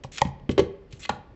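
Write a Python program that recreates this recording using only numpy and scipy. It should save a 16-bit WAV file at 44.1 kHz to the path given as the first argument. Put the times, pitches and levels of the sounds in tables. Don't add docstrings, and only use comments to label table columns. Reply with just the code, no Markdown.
import sys
import numpy as np
from scipy import signal
from scipy.fft import rfft, irfft
from scipy.io import wavfile

SR = 44100
rng = np.random.default_rng(int(sys.argv[2]) if len(sys.argv) > 2 else 0)


def generate_wav(sig):
    pcm = np.round(np.clip(np.atleast_2d(sig).T, -1, 1) * 32767).astype(np.int16)
    wavfile.write(sys.argv[1], SR, pcm)


N = 59535

# frequency_hz, level_db
RUMBLE_TONE = [(20, -19), (40, 4.5), (100, -8), (200, -7), (500, -11.5), (1000, -27), (2500, -33.5),
               (5000, -42), (8000, -54.5)]
# frequency_hz, level_db, fade_s
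ROOM_BANDS = [(60, -34, 0.32), (172, -7, 0.59), (280, -5, 0.19), (423, -11.5, 0.55), (866, -14.5, 0.45),
              (1350, -13, .6), (2000, -15.5, 0.57), (4000, -16, 0.35), (8000, -15, 0.18)]
# time_s, level_db
ROOM_SHARE = [(.25, -3.5), (.62, -0.5), (0.951, 0.5)]
# pitch_hz, level_db, fade_s
TABLE_NOTES = [(83, -13.5, 0.3), (104.8, 0, 0.089), (137.95, -7.5, 0.29), (186, -12, 0.15),
               (225, -5.5, 0.068)]
# start_s, level_db, pitch_hz
MAT_BLOWS = [(0.045, -24, 124.6), (0.216, -15, 132), (0.252, -11, 161.8), (0.267, -25, 138.6),
             (0.433, -35, 125), (0.4915, -7, 225), (0.59, -12, 135), (0.616, -14, 159), (0.931, -28, 112.6),
             (1.099, -17.5, 201), (1.313, -37.5, 113)]
# start_s, length_s, hiss_from_db, hiss_to_db, chatter_from_db, chatter_to_db
CUP_SLIDES = [(0.115, 0.053, -44.5, -44, -55.5, -44), (0.166, 0.11, -41, -74, -46.5, -65),
              (0.499, 0.026, -46, -59, -45.5, -58), (0.903, 0.083, -63, -60, -62.5, -66),
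              (0.99, 0.045, -45.5, -47.5, -71, -45.5), (1.031, .029, -42, -60, -40, -37.5),
              (1.09, 0.007, -31, -32, -29, -33.5)]
# frequency_hz, level_db
HISS_TONE = [(200, -17), (900, -16), (1800, -2), (4200, -12.5), (5100, -7.5), (6400, -1.5), (8000, -4.5)]
# frequency_hz, level_db
CHATTER_TONE = [(500, -42.5), (1200, -16), (1900, -7), (3000, -3.5), (4300, -5), (5200, -17), (8000, -19.5)]
# start_s, level_db, air_pitch_hz,
# mat_hz, mat_db, wall_hz, wall_db
SEALED_LANDINGS = [(.0445, -22.5, 793, 544, -5, 1100, -9.5), (0.2174, 1.5, 866, 557, -11.5, 1914, -17),
                   (1.0936, -7, 841, 456, -15, 1406, -10.5)]
# pitch_multiple, level_db, fade_s
TRAPPED_AIR_NOTES = [(1.002, 2.5, 0.021), (1.119, -14, 0.035), (1.321, -21.5, 0.028)]
# start_s, level_db
UNSEALED_LANDINGS = [(0.4941, -16), (.579, -7.5), (0.5917, -4)]
# pitch_hz, level_db, fade_s
OPEN_AIR_NOTES = [(407, 4.5, 0.041), (474.8, -14, 0.18), (551.3, -2, 0.046), (882, -23.5, 0.076),
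                  (1086, -9.5, 0.02)]
# pitch_hz, level_db, fade_s
WALL_NOTES = [(1123, -10, 0.11), (1346, -7.5, 0.016), (1830, -22, 0.13), (2078, -4.5, 0.039),
              (2370, -6.5, 0.017), (2490, -5.5, 0.035), (2966, -7, 0.038), (3205, -2, 0.022),
              (3880, -10.5, 0.042), (4350, -12, 0.026), (5130, -19, 0.025), (5930, -12, .03),
              (6650, -4, 0.024), (7380, -1.5, 0.011)]
# frequency_hz, level_db
CRACK_TONE = [(200, 2), (600, 19), (1200, 0.5), (2500, 2), (4000, 1), (5500, -1.5), (7500, -7)]
# start_s, level_db, low_cut_hz, high_cut_hz, crack_fade_s
RIM_HITS = [(0.0364, -34.5, 422, 9700, 0.08), (0.1741, -23.5, 2090, 5310, 0.017),
            (.1815, -18, 1380, 6230, 0.05), (.211, -26.5, 300, 2880, .03),
            (0.2164, -13.5, 1100, 9000, 0.019), (.2505, -29.5, 600, 3000, 0.041),
            (0.27, -40.5, 637, 6070, 0.077), (0.397, -49, 600, 3705, 0.024),
            (0.4923, -20.5, 780, 2800, 0.039), (.5118, -31, 1516, 8000, 0.064),
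            (.5784, -15.5, 700, 2600, 0.061), (0.581, -21.5, 608, 3850, 0.11),
            (0.5939, -18, 513, 5000, 0.025), (0.5974, -17.5, 590, 4160, 0.044),
            (0.9253, -35, 1478, 7400, 0.051), (1.0519, -22.5, 1040, 3640, 0.017),
            (1.0696, -35, 1210, 1750, 0.011), (1.0926, -13, 500, 2960, 0.027),
            (1.0982, -27.5, 597, 6000, .025), (1.1032, -16, 796, 1310, 0.067)]

RUMBLE_DB, TABLE_DB, SLIDE_RING_DB, WALL_DB, CRACK_DB = -51.5, -9.5, -16, -10, -1
ROOM_GAP_S, ROOM_BUILD_S = 0.0086, 0.0055
PUSH_FADE_CYCLES = 7.47
SLIDE_ATTACK_S, SLIDE_RELEASE_S = 0.007, 0.001
CATCHES_PER_S, CATCH_SPREAD_DB = 3200, 2.5
GRIP_CHANGES_PER_S, GRIP_SPREAD_DB = 150, 1
POP_RISE_S, CRACK_RISE_S = 0.0017, 0.0005
MAT_FADE_S, WALL_FADE_S = 0.047, 0.03
LOW_CUT_HZ, TOP_HZ = 32, 7850


def undb(db):
    return 10 ** (np.asarray(db) / 20)


def clock():
    return np.arange(N) / SR


def log_frequencies():
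    return np.log(np.maximum(np.arange(N // 2 + 1) * SR / N, 1))


def unit(x):
    return x / np.sqrt(np.mean(x ** 2) + 1e-18)


def delay(x, seconds):
    return np.concatenate([np.zeros(max(int(seconds * SR), 0)), x])[:N]


def through(x, response):
    return signal.fftconvolve(x, response)[:N]


def colour(x, tone):
    hz, db = np.array(tone).T
    return irfft(rfft(x) * undb(np.interp(log_frequencies(), np.log(hz), db)), N)


def dull(x, hz):
    return signal.sosfilt(signal.butter(2, hz, fs=SR, output="sos"), x)


def thin(x, hz):
    return signal.sosfilt(signal.butter(2, hz, "high", fs=SR, output="sos"), x)


def dip(x, hz=674, width_hz=218, depth=0.77):
    return x - depth * signal.lfilter(*signal.iirpeak(hz, hz / width_hz, fs=SR), x)


def fade(fade_s):
    return np.exp(-np.log(1000) * clock() / fade_s)


def rise(rise_s):
    return 1 - np.exp(-(clock() / rise_s) ** 2)


def ring(notes):
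    return sum(undb(db) * fade(fade_s) * np.sin(2 * np.pi * hz * clock()) for hz, db, fade_s in notes)


def rumble():
    return undb(RUMBLE_DB) * unit(colour(rng.standard_normal(N), RUMBLE_TONE))


def room_echo(x):
    hz, db, fade_s = np.array(ROOM_BANDS).T
    noise, response = rfft(rng.standard_normal(N)), np.zeros(N)
    for k, only_this_band in enumerate(np.eye(len(ROOM_BANDS))):
        shape = fade(fade_s[k]) * rise(ROOM_BUILD_S)
        band = irfft(noise * np.interp(log_frequencies(), np.log(hz), only_this_band), N)
        response += undb(db[k]) * band * shape / np.sqrt(np.sum(shape ** 2))
    return through(x, delay(response, ROOM_GAP_S))


def far_wall_slap(x):
    return undb(-19.5) * delay(dull(x, hz=2000), seconds=0.039)


def table_thuds():
    table, out = undb(TABLE_DB) * ring(TABLE_NOTES), np.zeros(N)
    for start_s, db, hz in MAT_BLOWS:
        push = fade(PUSH_FADE_CYCLES / hz) * np.sin(2 * np.pi * hz * clock())
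        thud = rise(0.5 / hz) * (push + dull(table, 2 * hz))
        out += undb(db) * delay(thud, start_s)
    return out


def cup_wall(detune=0.017, scatter_db=2):
    out = np.zeros(N)
    for hz, db, fade_s in WALL_NOTES:
        pitch_shift, level_shift, flip = rng.standard_normal(3)
        note = (hz * (1 + detune * pitch_shift), db + scatter_db * level_shift, fade_s)
        out += np.sign(flip) * ring([note])
    return out


def rub(tone):
    catches = (rng.random(N) < CATCHES_PER_S / SR) * np.sign(rng.standard_normal(N))
    catches *= undb(CATCH_SPREAD_DB * rng.standard_normal(N))
    grip = np.interp(clock() * GRIP_CHANGES_PER_S, np.arange(N), rng.standard_normal(N))
    return unit(colour(catches * undb(GRIP_SPREAD_DB * grip), tone))


def cup_slides():
    t, hiss, chatter = clock(), np.zeros(N), np.zeros(N)
    for start_s, length_s, hiss_from_db, hiss_to_db, chatter_from_db, chatter_to_db in CUP_SLIDES:
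        end_s = start_s + length_s
        gate = np.clip((t - start_s) / SLIDE_ATTACK_S, 0, 1)
        gate *= np.clip((end_s - t) / SLIDE_RELEASE_S + 1, 0, 1)
        hiss += gate * undb(np.interp(t, [start_s, end_s], [hiss_from_db, hiss_to_db]))
        chatter += gate * undb(np.interp(t, [start_s, end_s], [chatter_from_db, chatter_to_db]))
    friction = hiss * rub(HISS_TONE) + chatter * rub(CHATTER_TONE)
    wall = cup_wall()
    return friction + undb(SLIDE_RING_DB) * through(friction, wall / np.sqrt(np.sum(wall ** 2)))


def air_pops():
    swell, out = rise(POP_RISE_S), np.zeros(N)
    for start_s, db, air_hz, low_hz, low_db, high_hz, high_db in SEALED_LANDINGS:
        air = [(air_hz * multiple, note_db, fade_s) for multiple, note_db, fade_s in TRAPPED_AIR_NOTES]
        wall = [(low_hz, low_db, MAT_FADE_S), (high_hz, high_db, WALL_FADE_S)]
        out += undb(db) * delay(swell * ring(air + wall), start_s)
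    open_pop = swell * ring(OPEN_AIR_NOTES)
    return out + sum(undb(db) * delay(open_pop, start_s) for start_s, db in UNSEALED_LANDINGS)


def rim_clacks():
    out = np.zeros(N)
    for start_s, db, low_cut_hz, high_cut_hz, fade_s in RIM_HITS:
        crack = unit(colour(rng.standard_normal(N), CRACK_TONE)) * fade(fade_s) * rise(CRACK_RISE_S)
        hit = undb(CRACK_DB) * crack + undb(WALL_DB) * cup_wall()
        hit = thin(dull(hit, high_cut_hz), low_cut_hz)
        out += undb(db) * delay(hit, start_s)
    return out


def scene():
    cups = rim_clacks() + air_pops() + table_thuds() + cup_slides()
    direct = dip(thin(cups, LOW_CUT_HZ))
    into_room = direct * undb(np.interp(clock(), *np.array(ROOM_SHARE).T))
    return (rumble() + room_echo(into_room) + far_wall_slap(into_room) + direct)[None, :]


def record(dry):
    return signal.sosfilt(signal.ellip(10, 0.3, 58, TOP_HZ, fs=SR, output="sos"), dry)


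dry = scene()
out = record(dry)
generate_wav(out)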